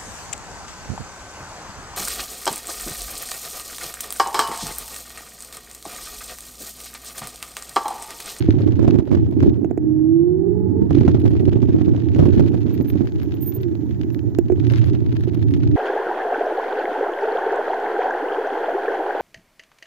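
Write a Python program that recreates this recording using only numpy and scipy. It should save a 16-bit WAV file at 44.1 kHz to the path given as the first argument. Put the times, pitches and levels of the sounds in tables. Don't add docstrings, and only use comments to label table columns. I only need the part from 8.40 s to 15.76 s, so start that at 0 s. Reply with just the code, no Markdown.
import sys
import numpy as np
from scipy import signal
from scipy.fft import rfft, irfft
from scipy.io import wavfile
from scipy.ndimage import uniform_filter1d, minimum_filter1d

SR = 44100
rng = np.random.default_rng(int(sys.argv[2]) if len(sys.argv) > 2 else 0)


def store_wav(level_fs):
    pcm = np.round(np.clip(np.atleast_2d(level_fs), -1, 1) * 32767)
    wavfile.write(sys.argv[1], SR, pcm.T.astype(np.int16))


N = 324576
TIME = np.arange(N) / SR


def from_db(db):
    return 10 ** (np.asarray(db) / 20)


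def rms_one(x):
    middle = np.atleast_2d(x).mean(axis=0)
    return x / np.sqrt(np.mean(middle ** 2) + 1e-20)


def in_time(rows):
    times, *columns = np.transpose(rows)
    return [np.interp(TIME, times, column) for column in columns]


def drift(rate_hz):
    knots_per_s = 400
    knots = rng.standard_normal(int(N / SR * knots_per_s) + 2)
    lowpass = signal.butter(2, min(rate_hz, 180), fs=knots_per_s, output="sos")
    slow = signal.sosfiltfilt(lowpass, knots, padtype="even")
    return rms_one(np.interp(TIME, np.linspace(0, N / SR, len(slow)), slow))


def coloured(x, spectrum):
    size = 4096
    hz, db = np.transpose(spectrum)
    grid_hz = np.maximum(np.arange(size // 2 + 1) * SR / size, 1)
    gain = from_db(np.interp(np.log(grid_hz), np.log(hz), db))
    cepstrum = irfft(np.log(gain))
    cepstrum[1:size // 2] *= 2
    cepstrum[size // 2 + 1:] = 0
    response = irfft(np.exp(rfft(cepstrum)))
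    response = response / np.linalg.norm(response)
    return signal.fftconvolve(np.atleast_2d(x), [response], axes=1)[:, :N]


def pan(left_db):
    gains = np.array([[from_db(left_db)], [1]])
    return gains / gains.mean()


def stereo(pair, alike, left_db):
    alike = np.clip(alike, -.95, .95)
    shared = np.sqrt(1 + alike) * pair[0]
    opposed = np.sqrt(1 - alike) * pair[1] * [[1], [-1]]
    return (shared + opposed) * pan(left_db)


def clicks(times, heights):
    return np.bincount((np.asarray(times) * SR).astype(int), heights, N)[:N]


def grains(per_s, spread_db):
    sizes = from_db(spread_db * np.minimum(rng.exponential(1, N), 4))
    return (rng.random(N) < per_s / SR) * sizes * rng.choice([-1, 1], N)


def fading(x, decay_s):
    return signal.lfilter([1], [1, -np.exp(-1 / (decay_s * SR))], x)


def ring(x, hz, t60):
    radius = from_db(-60 / (t60 * SR))
    turn = 2 * np.pi * hz / SR
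    return signal.lfilter([0, np.sin(turn)], [1, -2 * radius * np.cos(turn), radius * radius], x + 1e-18)


def struck(times, level_db, modes, vary_db):
    out = 0
    for hz, db, t60, left_db in modes:
        heights = from_db(level_db + db + vary_db * rng.standard_normal(len(times)))
        signs = rng.choice([-1, -1, 1], len(times))
        left = clicks(times, heights * signs) * from_db(left_db)
        right = clicks(times, heights)
        out = out + ring(np.array([left, right]), hz, t60)
    return out


def softened(x, edge_hz):
    return signal.sosfilt(signal.butter(2, edge_hz, fs=SR, output="sos"), x)


def rolling(rumble_db, shake_db):
    # (frequency [Hz], relative level [dB])
    rumble_colour = [(20, -52), (42, -34.5), (64, -14.5), (86, 1), (116, 2.5), (155, -11.5), (230, -20),
                     (800, -85)]
    # (frequency [Hz], relative level [dB])
    shake_colour = [(60, -45.5), (170, -4), (230, -3), (315, 6.5), (370, -0.5), (430, -10.5), (520, -25.5),
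                    (800, -32.5), (2500, -77)]
    noise = stereo(rng.standard_normal((2, N)), alike=-.55, left_db=-3.5)
    rumble = rms_one(coloured(noise, rumble_colour))
    jolts = rms_one(np.array([grains(per_s=330, spread_db=3.5) for side in range(2)]))
    shake = rms_one(coloured(stereo(jolts, alike=0.14, left_db=-11.0), shake_colour))
    return from_db(rumble_db) * rumble + from_db(shake_db) * shake


def tyre_load():
    # (time of landing [s], half-length [s], landing lift [dB], drop before it [dB])
    bumps = [(0.45, 0.024, -0.5, 3), (0.748, 0.055, -5, 13.5), (1.045, 0.084, 4.5, 9.5),
             (2.581, 0.061, 5, 0.5), (3.808, 0.08, 5, 3), (4.022, 0.073, 5.5, -1.5)]
    light_lead = 1.7
    load_db = 0
    for s, half_s, lift_db, drop_db in bumps:
        along = (TIME - s) / half_s
        landing = lift_db * np.exp(-along ** 2)
        light = drop_db * np.exp(-(along + light_lead) ** 2)
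        load_db = load_db + landing - light
    return load_db


def grit(grit_db):
    # (frequency [Hz], relative level [dB])
    grit_colour = [(400, 5.5), (1100, 1), (1700, 5.5), (3600, -1), (5000, -6), (6800, -16.5), (9000, -31.5),
                   (12000, -41.5)]
    # (frequency [Hz], relative level [dB])
    bright_colour = [(3000, -8), (7000, -0.5), (9000, -13), (11000, 10.5), (15500, -8.5)]
    clumps = np.clip(drift(45), -2, 1.5)
    thick_db = grit_db + 55
    snaps = grains(225 * from_db(5.5 * clumps + .8 * thick_db), spread_db=3.7)
    snaps = snaps / np.sqrt(np.abs(uniform_filter1d(snaps ** 2, size=2500)) + 0.049)
    sand_db = 4.5 * clumps + .4 * thick_db - 19.5
    sand = rms_one(grains(per_s=2200, spread_db=2.5)) * from_db(sand_db)
    stones = flicked_stones()
    bed = from_db(grit_db + 9.5) * (snaps + sand) + stones
    bright_snaps = snaps * (rng.random(N) < .12)
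    bright = from_db(grit_db + 3.5) * bright_snaps + from_db(-20.0) * stones
    dust = 0.22 * fading(np.abs(bed), decay_s=.0007) * rng.standard_normal((2, N))
    return from_road(coloured(bed + dust, grit_colour) + coloured(bright, bright_colour))


def flicked_stones():
    # (time [s], strength of the snap before colouring [dB])
    stone_rows = [(0.012, -19.5), (.024, -16), (0.1068, -12), (0.508, -13.5), (0.751, -13.5),
                  (1.0048, -15.5), (2.551, -14), (2.858, -21), (2.879, -15), (3.0537, -16), (3.1309, -16),
                  (4.501, -17.5), (4.672, -22), (4.8, -19), (4.831, -20.5), (4.921, -20), (4.941, -22),
                  (5.122, -22.5), (5.2327, -15.5), (5.353, -19.5), (5.509, -22), (5.613, -21.5),
                  (5.6333, -23.5), (5.703, -24), (5.7466, -19.5), (5.792, -22), (5.949, -24), (6.084, -25),
                  (6.1986, -20), (6.268, -16.5), (6.359, -17), (6.382, -20), (6.414, -22), (6.447, -35),
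                  (6.499, -17), (6.55, -19.5), (6.663, -23.5), (6.7265, -24), (6.7662, -17.5),
                  (6.8367, -16), (7.0267, -20), (7.11, -29), (7.139, -12.5), (7.2327, -19), (7.2745, -18)]
    times, strength_db = np.transpose(stone_rows)
    snaps = clicks(times, from_db(strength_db))
    dying = fading(snaps + 1e-18, decay_s=.004)
    return snaps + from_db(-11) * dying * grains(per_s=800, spread_db=4.0)


def from_road(x):
    # (frequency [Hz], relative level [dB])
    far_port = [(5000, 3.5), (7000, 10), (10500, -14.5), (14500, 11.5)]
    lag = 13
    right = coloured(x[1], far_port)[0]
    return np.array([x[0], np.pad(right, (lag, 0))[:N]])


def knocks(grit_db, shake_db):
    # (time [s], strength of ring [dB], strength of crunch [dB])
    hard_edges = [(0.087, 6, -28), (0.262, 0, -34), (0.392, 5, -29.5), (0.427, 0, -25), (0.445, 9, -24.5),
                  (0.477, 3, -15), (0.55, 4, -29), (0.587, 11, -21), (0.715, 2.5, -22.5), (0.747, 1, -29),
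                  (1.027, 2, -19), (1.078, 20, -37), (2.419, 7, -33), (2.506, -9, -23), (2.573, 0, -26),
                  (2.61, 7.5, -27.5), (2.679, 8, -15.5), (2.746, 9, -22.5), (2.853, 7, -23),
                  (2.934, -2.5, -33), (3.001, 0.5, -33.5), (3.077, 11.5, -23.5), (3.158, -4, -35.5),
                  (3.227, 4, -25.5), (3.287, -2.5, -32), (3.344, 7, -29), (3.411, 0.5, -31),
                  (3.479, 0, -29.5), (3.761, -3, -27.5), (3.791, 9, -13.5), (3.824, 13, -18.5),
                  (3.855, -1, -21), (3.882, 3, -38), (3.976, 12, -31), (3.995, 7.5, -19.5),
                  (4.4, -2, -34.5), (4.555, 0, -30), (4.607, 0, -28.5)]
    # (frequency [Hz], level [dB], 60 dB decay time [s], left minus right [dB])
    mount = [(255, -7, .028, -9), (315, -2, .034, -11), (365, -5, .032, -12), (640, -20, .018, -6)]
    # (frequency [Hz], level [dB], 60 dB decay time [s], left minus right [dB])
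    frame = [(85, -10.5, 0.03, 4), (140, 6, 0.035, -19), (159.5, 9.5, 0.089, -8)]
    # (frequency [Hz], relative level [dB])
    crunch_colour = [(150, -7), (560, 9.5), (900, -3.5), (1500, -11), (2300, -17.5), (6800, -30.5),
                     (9000, -42.5)]
    edges = np.vstack([hard_edges, small_edges(grit_db, shake_db, count=130)])
    times, ring_db, crunch_db = edges.T
    rings = softened(struck(times, ring_db, mount, vary_db=5.0), edge_hz=247)
    thuds = softened(struck(times, crunch_db + 10, frame, vary_db=2.0), edge_hz=122)
    body = signal.sosfilt(signal.butter(3, 75, "high", fs=SR, output="sos"), rings + thuds)
    burst = fading(clicks(times, from_db(crunch_db)), decay_s=0.009)
    contacts = rms_one(np.array([grains(per_s=1100, spread_db=0.6) for side in range(2)]))
    crunch = stereo(0.5 * burst * contacts, alike=0.012, left_db=-5.5)
    return body + coloured(crunch, crunch_colour)


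def small_edges(grit_db, shake_db, count):
    when, size = rng.random((count, 2)).T
    at = (when * (N - 1)).astype(int)
    rough_db = shake_db[at] + 27.5
    vary_db = 1.5 * (2 * size - 1)
    crunch_db = grit_db[at] + 15.5 + rough_db + vary_db
    ring_db = crunch_db + 20.5
    return np.transpose([at / SR, ring_db, crunch_db])


def clunks():
    # (time [s], strength of note [dB], pitch [Hz], 60 dB decay time [s],
    # overtone relative to the note [dB], strength of clack [dB])
    blows = [(1.2457, -3, 310, 0.012, -6, -42.5), (1.311, -3, 320, 0.02, -5.5, -44),
             (1.376, -2.5, 335, 0.03, -7.5, -41), (5.9867, 2, 343, 0.04, -8.5, -34.5),
             (6.0998, -1.5, 357, 0.057, -5, -45), (6.1216, -3, 356.5, 0.089, -20, -42),
             (6.875, -8.5, 345, 0.098, -19, -62)]
    # (middle frequency [Hz], middle level [dB], 60 dB decay time [s])
    clack_modes = [(1570, 2, 0.017), (1930, 2, 0.0095), (2500, -0.5, 0.012), (6800, -8, .012)]
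    glint_db = -29.5
    glint_growth = 2.5
    notes, clacks, glints = 0, 0, 0
    hardest_db = max(row[-1] for row in blows)
    hollow = signal.butter(2, [220, 540], "band", fs=SR, output="sos")
    for s, db, hz, t60, overtone_db, clack_db in blows:
        blow = clicks([s], [1.0])
        overtone = from_db(overtone_db) * ring(blow, hz=676, t60=0.026)
        note = signal.sosfilt(hollow, ring(blow, hz, t60)) + softened(overtone, edge_hz=370)
        notes = notes + from_db(db) * note
        for k, (mode_hz, mode_db, mode_t60) in enumerate(clack_modes):
            detune, vary_db = rng.uniform(-1, 1, 2) * [.08, 2.5]
            height = (-1) ** k * from_db(clack_db + mode_db + vary_db)
            clacks = clacks + height * ring(blow, mode_hz * (1 + detune), mode_t60)
        contact = (TIME >= s) * np.exp(-np.abs(TIME - s) / 0.0019)
        glints = glints + from_db(glint_db + glint_growth * (clack_db - hardest_db)) * contact
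    notes = notes * [[.2], [1.2]]
    treble = signal.butter(2, [5000, 15000], "band", fs=SR, output="sos")
    glints = signal.sosfilt(treble, glints * rng.standard_normal((2, N)))
    return notes + (clacks + glints) * pan(-3.5)


def motor():
    # (time [s], gear pitch [Hz], level [dB])
    speeding_up = [(1.38, 306, -24), (1.47, 307.4, -20), (1.64, 314, -16.5), (1.8, 338.5, -14),
                   (1.94, 366.2, -20.5), (2.19, 421.2, -28), (2.29, 425.6, -45), (2.38, 435.3, -30),
                   (2.48, 460.6, -45)]
    # (time [s], gear pitch [Hz], level [dB])
    slowing_down = [(5.12, 440, -44), (5.2, 387.2, -33.5), (5.28, 339, -22), (5.37, 289, -40),
                    (5.6, 172.6, -35), (5.68, 150.2, -37)]
    # (time [s], gear pitch [Hz], level [dB])
    picking_up = [(7.08, 286, -29), (7.42, 296.8, -23)]
    # (multiple of the gear pitch, level away from resonances [dB])
    orders = [(.442, -31), (.885, -39), (2, -58), (3, -71.5)]
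    # (frequency [Hz], half-width [Hz], lift [dB])
    resonances = [(130.5, 3, 9), (198, 7.2, 4), (349.6, 23, 16), (865, 72, 6.5)]
    out, phase, on = gear_tone(speeding_up, waver_db=0.55)
    pitch = in_time(speeding_up)[0]
    for multiple, db in orders:
        swell_db = 0
        for hz, width_hz, lift_db in resonances:
            swell_db = swell_db + lift_db / (1 + ((multiple * pitch - hz) / width_hz) ** 2)
        partial = np.sqrt(2) * np.sin(multiple * (phase + .42 * drift(55)))
        waver_db = 5 * np.tanh(drift(22))
        out = out + on * from_db(db + swell_db + waver_db) * partial * pan(-19.5)
    slowing = gear_tone(slowing_down, waver_db=1.2)[0]
    again = gear_tone(picking_up, waver_db=5.0)[0]
    return out + slowing + again


def gear_tone(run, waver_db):
    pitch, level_db = in_time(run)
    on = np.clip(np.minimum(TIME - run[0][0], run[-1][0] - TIME) / 0.037, 0, 1)
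    unsteady = np.maximum(pitch / 300, 1) ** 4
    phase = 2 * np.pi * np.cumsum(pitch * (1 + .002 * unsteady * drift(30))) / SR
    loudness = np.sqrt(2) * on * from_db(level_db + waver_db * unsteady * drift(31))
    ports = np.array([.56 * np.sin(phase + 1.3), 1.75 * np.sin(phase)])
    return loudness * ports, phase, on


def brake():
    # (time of the middle [s], length [s], pitch [Hz], level [dB])
    squeaks = [(4.343, .031, 14000, -46), (4.425, .02, 14000, -47), (4.496, 0.037, 14100, -35.5),
               (4.837, .025, 14130, -49), (4.952, 0.021, 14220, -48), (5.029, 0.039, 14060, -27.5),
               (5.076, 0.041, 13800, -26), (5.088, 0.065, 13980, -34), (5.156, 0.04, 13800, -32),
               (5.22, 0.028, 13820, -50), (5.74, 0.042, 11800, -53)]
    waver_hz = 40 * drift(180)
    flutter = from_db(2.5 * drift(150))
    out = 0
    for s, length, hz, db in squeaks:
        touch = np.cos(np.pi / 2 * np.clip((TIME - s) / (length * 0.68), -1, 1)) ** 2
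        tone = np.exp(2j * np.pi * np.cumsum(hz + waver_hz) / SR)
        out = out + from_db(db) * touch * flutter * tone
    return np.array([out.real, out.imag]) * pan(-7.0)


def tread_hum():
    # (time [s], middle pitch [Hz], middle level [dB])
    tread = [(6.12, 115.8, -53), (6.27, 115.2, -15.5), (6.43, 117.8, -19), (6.55, 116.6, -32.5),
             (7.202, 110.4, -24.5), (7.3, 109.5, -37)]
    pitch, level_db = in_time(tread)
    on = np.clip(np.minimum(TIME - tread[0][0], tread[-1][0] - TIME) / .03, 0, 1)
    phase = 2 * np.pi * np.cumsum(pitch * (1 + .035 * drift(14))) / SR
    loudness = np.sqrt(2) * on * from_db(level_db + 0.61 * drift(5.2))
    return loudness * np.array([np.sin(phase + 1.64), np.sin(phase)]) * pan(-7.0)


def background():
    # (frequency [Hz], relative level [dB])
    air_colour = [(500, 6.5), (850, 6), (1200, -10), (1900, -7.5), (3000, -49.5), (9500, -49), (15000, -19),
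                  (16000, -41.5)]
    # (frequency [Hz], relative level [dB])
    wheel_colour = [(900, -3), (1700, 1), (2900, -9.5), (5000, -10.5), (6900, -6), (9000, -32.5),
                    (14400, -7), (16000, -19)]
    # (time [s], level [dB])
    coasting = [(1.0, -72.5), (1.3, -77.5), (2.6, -73.5), (4.5, -63.5), (5.9, -65.5), (7.36, -71.5)]
    air = rms_one(coloured(stereo(rng.standard_normal((2, N)), alike=.1, left_db=-2.0), air_colour))
    wheels = rms_one(coloured(stereo(rng.standard_normal((2, N)), alike=0.05, left_db=-13.0), wheel_colour))
    return from_db(-53.5) * air + from_db(in_time(coasting)[0]) * wheels


def scene():
    # (time [s], tyre rumble [dB], shaking of the mount [dB])
    path = [(0, -22, -28), (.55, -25.5, -17.5), (.85, -17.5, -16), (1.25, -31.5, -23.5), (1.85, -34, -33.5),
            (2.35, -26, -23), (2.7, -21.5, -21), (4.25, -26, -22.5), (5.15, -30, -29.5), (5.8, -29.5, -29),
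            (6.45, -21, -25.5), (6.8, -25.5, -28), (7.36, -19.5, -25.5)]
    # (time [s], level [dB])
    loose_grit = [(0, -52), (.9, -61), (1.08, -56), (1.2, -68), (1.9, -82.5), (2.44, -69), (2.55, -54),
                  (3.3, -57), (4.0, -53), (4.7, -59), (5.35, -62.5), (6.1, -65.5), (6.27, -51.5),
                  (6.39, -48), (6.52, -54.5), (6.64, -63), (6.75, -55.5), (7.36, -58.5)]
    rumble_db, shake_db = in_time(path)
    grit_db, = in_time(loose_grit)
    load_db = tyre_load()
    road = rolling(rumble_db + load_db, shake_db + load_db)
    road = road + grit(grit_db + 0.21 * load_db)
    return road + tread_hum() + knocks(grit_db, shake_db) + clunks() + motor() + brake() + background()


def record(dry):
    headroom = np.minimum(1, 1 / (np.abs(dry) + 1e-9))
    gain = uniform_filter1d(minimum_filter1d(headroom, size=200, axis=1), size=200, axis=1)
    ends = np.minimum(1, np.minimum(TIME, TIME[-1] - TIME) / .004)
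    top_cut = signal.ellip(10, .1, 80, 16100, fs=SR, output="sos")
    return signal.sosfilt(top_cut, dry * gain * ends)


dry = scene()
out = record(dry)
store_wav(out)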